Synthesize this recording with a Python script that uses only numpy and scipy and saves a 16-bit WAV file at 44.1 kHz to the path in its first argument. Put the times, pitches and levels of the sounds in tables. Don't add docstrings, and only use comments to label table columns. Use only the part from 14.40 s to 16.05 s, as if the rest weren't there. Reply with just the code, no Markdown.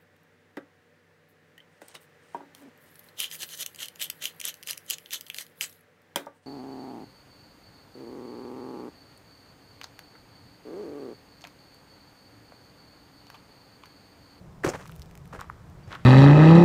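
import sys
import numpy as np
from scipy import signal
from scipy.fft import rfft, irfft
from scipy.io import wavfile
from scipy.ndimage import uniform_filter1d

SR = 44100
rng = np.random.default_rng(int(sys.argv[2]) if len(sys.argv) > 2 else 0)


def bounce(signal):
    frames = np.transpose(np.atleast_2d(signal))
    limited = np.clip(frames, -1, 1)
    pcm = np.round(limited * 32767).astype(np.int16)
    wavfile.write(sys.argv[1], SR, pcm)


N = 72765

# freq_hz [Hz], relative_level_db [dB]
RUMBLE_COLOUR = [(15, -31), (28, -8.5), (48, -5), (70, -1), (100, -3.5), (140, 2), (185, -0.5),
                 (225, -16.5), (400, -31.5), (1200, -53)]
AIR_COLOUR = [(100, -2.5), (380, 1), (650, -2.5), (1100, -6), (1700, -12), (2800, -20), (5000, -21.5),
              (8000, -26), (11000, -32.5), (15000, -32)]
TREE_COLOUR = [(200, -10.5), (1200, -1), (12000, -3.5)]
BRUSH_COLOUR = [(500, -13), (1500, 0.5), (3000, -2.5), (4200, -11), (7000, -18), (15000, -36)]
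# freq_hz [Hz], relative_level_db [dB]
THUD_COLOUR = [(40, -36), (90, -6.5), (200, -7.5), (330, -1.5), (520, 0.5), (800, -8.5), (1300, -34),
               (4000, -55)]
CRUNCH_COLOUR = [(200, -24.5), (650, -9), (1050, 1.5), (1400, -1.5), (1900, -4), (2600, -15), (4000, -22),
                 (15000, -51)]
GRIT_COLOUR = [(800, -56), (2400, 10.5), (3800, -1.5), (5800, 2.5), (8500, -1.5), (11500, -10),
               (15000, -9.5)]
# freq_hz [Hz], gain_db [dB]
KNOCK_COLOUR = [(300, -35), (650, -11.5), (950, 0), (1900, -0.5), (2500, -10), (3400, -18), (8000, -35)]
CRACK_COLOUR = [(1000, -16), (2500, -5), (6000, 3), (10000, -2), (15000, 0)]

# start_s [s], pitch_hz [Hz], swell_peak_db [dB]
MICROPHONE_BUMPS = [(.593, 71, -39), (0.982, 87, -39.5), (1.078, 77.5, -41), (1.29, 75.6, -42),
                    (1.365, 66.4, -43), (1.473, 99, -39)]
# start_s, attack_s, hold_s, release_s [s to -20 dB], level_db [dB]
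BRUSHES = [(1.377, 0.024, 0.047, .12, -67.5), (1.481, .04, 0.036, 0.019, -51), (1.57, 0.018, .06, .06, -62)]
# start_s, attack_s, hold_s, release_s [s to -20 dB]
SKID_ENVELOPE = (.283, 0.0055, .011, 0.0094)
SPRAY_ENVELOPE = (.3, .01, 0.062, .33)
# [dB, before the knock filter]
STONE_KNOCKS = [(0.2374, 1860, -18.5), (0.2482, 1470, -19), (0.252, 1310, -30), (0.2624, 1870, -22),
                (0.2635, 1370, -35), (0.274, 1050, -31), (0.281, 1350, -38), (0.3012, 1220, -29.5),
                (0.3484, 1360, -42), (0.3601, 930, -32.5), (.434, 1370, -43), (.456, 1200, -34.5),
                (.495, 1370, -35.5), (0.9302, 980, -28.5), (0.9494, 1140, -31), (0.9926, 1180, -28.5),
                (1.0139, 1250, -26), (1.0427, 1180, -36.5), (1.0991, 1210, -22), (1.517, 1600, -37),
                (1.5307, 1280, -27.5), (1.5544, 1430, -27), (1.5615, 1170, -32.5)]
# [dB, before the crack filter]
CHIP_TICKS = [(0.299, 6560, -28, -40), (0.426, 4000, -41, -62), (0.4575, 5240, -41, -47),
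              (0.4641, 2190, -38.5, -44), (0.476, 9300, -40, -47), (.4787, 2400, -48, -44),
              (.4946, 3650, -41.5, -47), (.5004, 3160, -48, -62), (0.517, 12400, -35, -56),
              (0.5218, 2620, -37.5, -50), (0.556, 2100, -53, -45), (.5625, 3570, -44, -38.5),
              (0.5956, 4500, -45, -41), (0.6195, 4540, -30.5, -40.5), (0.6254, 4800, -39, -46),
              (.6311, 2800, -53, -52), (.6588, 4800, -49, -48), (0.7117, 2300, -43, -46),
              (0.7535, 2330, -41, -38.5), (0.7758, 2350, -40, -39), (0.8563, 2060, -44.5, -47.5),
              (.877, 10900, -47, -50), (1.01, 6000, -30.5, -36.5), (1.0102, 11800, -49, -35),
              (1.299, 9100, -55, -50.5), (1.527, 3230, -27, -56), (1.5516, 3000, -29.5, -45)]
# start_s, attack_s, hold_s, release_s [s to -20 dB], thud_db, crunch_db, grit_db [dB]
FOOT_CONTACTS = [(0.233, 0.004, 0.0073, 0.0056, -35, -35, -47),
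                 (0.2443, 0.0019, 0.005, .02, -28.5, -32, -36.5),
                 (0.26, 0.0036, 0.027, 0.0455, -28.5, -35.5, -42),
                 (.335, 0.0029, 0.021, 0.0132, -39.5, -39, -56),
                 (0.386, 0.012, 0.011, 0.07, -51, -48.5, -60),
                 (0.925, 0.0025, 0.031, 0.0357, -44, -48.5, -59.5),
                 (0.9864, 0.0035, 0.025, 0.04, -59, -46.5, -61.5),
                 (1.473, 0.0013, 0.0075, .05, -53, -55, -63.5),
                 (1.501, 0.016, 0.036, 0.06, -54, -43.5, -67)]
# start_s [s], pitch_hz [Hz], swell_peak_db [dB], decay_s [s]
HEEL_THUMPS = [(0.247, 371, -14, 0.0021), (0.2668, 134, -24, 0.0049), (.273, 513, -30.5, 0.0018),
               (0.282, 343, -23, 0.0022), (0.3482, 516, -25.5, 0.00077)]

# start_s, attack_s, hold_s, release_s
PEEP_ENVELOPE = (1.43, 0.007, 0.0059, 0.045)
SETTLE_ENVELOPE = (0.89, 0.05, 0.15, 1)
STRAY_ENVELOPE = (0.36, 0.066, 0.17, 0.25)

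RUMBLE_DB, AIR_DB = -48.5, -56
PEEP_HZ, PEEP_DB = 4590, -62
TAIL_T60_S, TAIL_DB = 0.51, -19.5
BUMP_DECAY_S = 0.0078
SKID_HZ, SKID_WIDTH_HZ, SKID_DB = 6400, 2000, -38.5
SPRAY_PER_S, SPRAY_DB = 650, -59.5
STRAY_PER_S, STRAY_DB = 130, -73
SETTLE_DB = -63
KNOCK_DECAY_S, KNOCK_UPPER_RATIO, KNOCK_UPPER_DB = 0.00046, 1.45, -8
KNOCK_CRACK_DB = -29
TICK_CYCLES, CRACK_DECAY_S = 0.46, 0.00055
THUD_PER_S, CRUNCH_PER_S, GRIT_PER_S = 1100, 900, 3900
SIZE_SPREAD_DB = 1.5
CLUMP_S, CLUMP_SPREAD_DB = 0.003, 2.5
TOP_HZ = 15400


def undb(db):
    return 10 ** (np.asarray(db) / 20)


def unit(x):
    return x / np.sqrt(np.mean(x ** 2) + 1e-18)


def since(start):
    return np.maximum(np.arange(N) / SR - start, 0)


def envelope(start, attack, hold, release):
    rise = np.minimum(since(start) / attack, 1)
    fall_db = -20 * since(start + attack + hold) / release
    return rise * undb(fall_db)


def colour(x, points, size=8192):
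    hz, db = np.array(points, float).T
    bins_hz = np.fft.rfftfreq(size, 1 / SR)
    gain_db = np.interp(np.log(bins_hz + 1), np.log(hz), db)
    cepstrum = irfft(np.log(undb(gain_db)))
    cepstrum[1:size // 2] *= 2
    cepstrum[size // 2 + 1:] = 0
    impulse = irfft(np.exp(rfft(cepstrum)))
    return signal.fftconvolve(x, impulse)[:N]


def coloured_noise(points):
    return unit(colour(rng.standard_normal(N), points))


def shower(per_s):
    hit = rng.random(N) < per_s / SR
    sign = np.sign(rng.standard_normal(N))
    return hit * sign * undb(SIZE_SPREAD_DB * rng.standard_normal(N))


def grains(per_s, points, size=700):
    x = unit(colour(shower(per_s), points))
    local_power = np.abs(uniform_filter1d(x ** 2, size))
    return x / np.sqrt(local_power + 1e-3)


def ring(start, hz, decay):
    t = since(start)
    swell = t / decay * np.exp(1 - t / decay)
    return swell * np.sin(2 * np.pi * hz * t)


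def crack(start):
    t = since(start)
    return (t > 0) * np.exp(-t / CRACK_DECAY_S) * rng.standard_normal(N)


def woods():
    rumble = undb(RUMBLE_DB) * coloured_noise(RUMBLE_COLOUR)
    air = undb(AIR_DB) * coloured_noise(AIR_COLOUR)
    peep = undb(PEEP_DB) * envelope(*PEEP_ENVELOPE) * np.sin(2 * np.pi * PEEP_HZ * since(0))
    return rumble + air + peep


def trees(x):
    decay = np.exp(-np.log(1000) * since(0) / TAIL_T60_S)
    tail = colour(rng.standard_normal(N), TREE_COLOUR) * decay
    tail = tail / np.sqrt(np.sum(tail ** 2))
    return undb(TAIL_DB) * signal.fftconvolve(x, tail)[:N]


def handling():
    return sum(undb(db) * ring(start, hz, BUMP_DECAY_S) for start, hz, db in MICROPHONE_BUMPS)


def heel_skid():
    resonance = signal.iirpeak(SKID_HZ, SKID_HZ / SKID_WIDTH_HZ, fs=SR)
    rasp = signal.lfilter(*resonance, grains(GRIT_PER_S, GRIT_COLOUR))
    return undb(SKID_DB) * envelope(*SKID_ENVELOPE) * unit(rasp)


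def loose_grit():
    spray = unit(colour(shower(SPRAY_PER_S), GRIT_COLOUR))
    stray = unit(colour(shower(STRAY_PER_S), CRACK_COLOUR))
    settling = grains(CRUNCH_PER_S, CRUNCH_COLOUR)
    return (undb(SPRAY_DB) * envelope(*SPRAY_ENVELOPE) * spray
            + undb(STRAY_DB) * envelope(*STRAY_ENVELOPE) * stray
            + undb(SETTLE_DB) * envelope(*SETTLE_ENVELOPE) * settling)


def brushing():
    swells = sum(undb(db) * envelope(start, attack, hold, release)
                 for start, attack, hold, release, db in BRUSHES)
    return coloured_noise(BRUSH_COLOUR) * swells


def stones():
    knocks, chips, cracks = np.zeros(N), np.zeros(N), np.zeros(N)
    for start, hz, db in STONE_KNOCKS:
        lower = ring(start, hz, KNOCK_DECAY_S)
        upper = ring(start, hz * KNOCK_UPPER_RATIO, KNOCK_DECAY_S / 2)
        knocks += undb(db) * (lower + undb(KNOCK_UPPER_DB) * upper)
        cracks += undb(db + KNOCK_CRACK_DB) * crack(start)
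    for start, hz, ring_db, crack_db in CHIP_TICKS:
        chips += undb(ring_db) * ring(start, hz, TICK_CYCLES / hz)
        cracks += undb(crack_db) * crack(start)
    return colour(knocks, KNOCK_COLOUR) + chips + colour(cracks, CRACK_COLOUR)


def clumps():
    count = N // 20
    knots_s = np.cumsum(CLUMP_S * (0.5 + rng.random(count)))
    swing = np.interp(since(0), knots_s, rng.standard_normal(count))
    return unit(undb(CLUMP_SPREAD_DB * swing))


def footfalls():
    fits = clumps()
    thud = grains(THUD_PER_S, THUD_COLOUR)
    crunch = fits * grains(CRUNCH_PER_S, CRUNCH_COLOUR)
    grit = fits * grains(GRIT_PER_S, GRIT_COLOUR)
    out = np.zeros(N)
    for start, attack, hold, release, thud_db, crunch_db, grit_db in FOOT_CONTACTS:
        layers = undb(thud_db) * thud + undb(crunch_db) * crunch + undb(grit_db) * grit
        out += envelope(start, attack, hold, release) * layers
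    for start, hz, db, decay in HEEL_THUMPS:
        out += undb(db) * ring(start, hz, decay)
    return out


def scene():
    steps = footfalls() + stones() + heel_skid() + loose_grit() + brushing()
    return (woods() + trees(steps) + handling() + steps)[None]


def record(dry):
    low_pass = signal.ellip(8, 0.2, 70, TOP_HZ, fs=SR, output="sos")
    return signal.sosfilt(low_pass, dry)


dry = scene()
out = record(dry)
bounce(out)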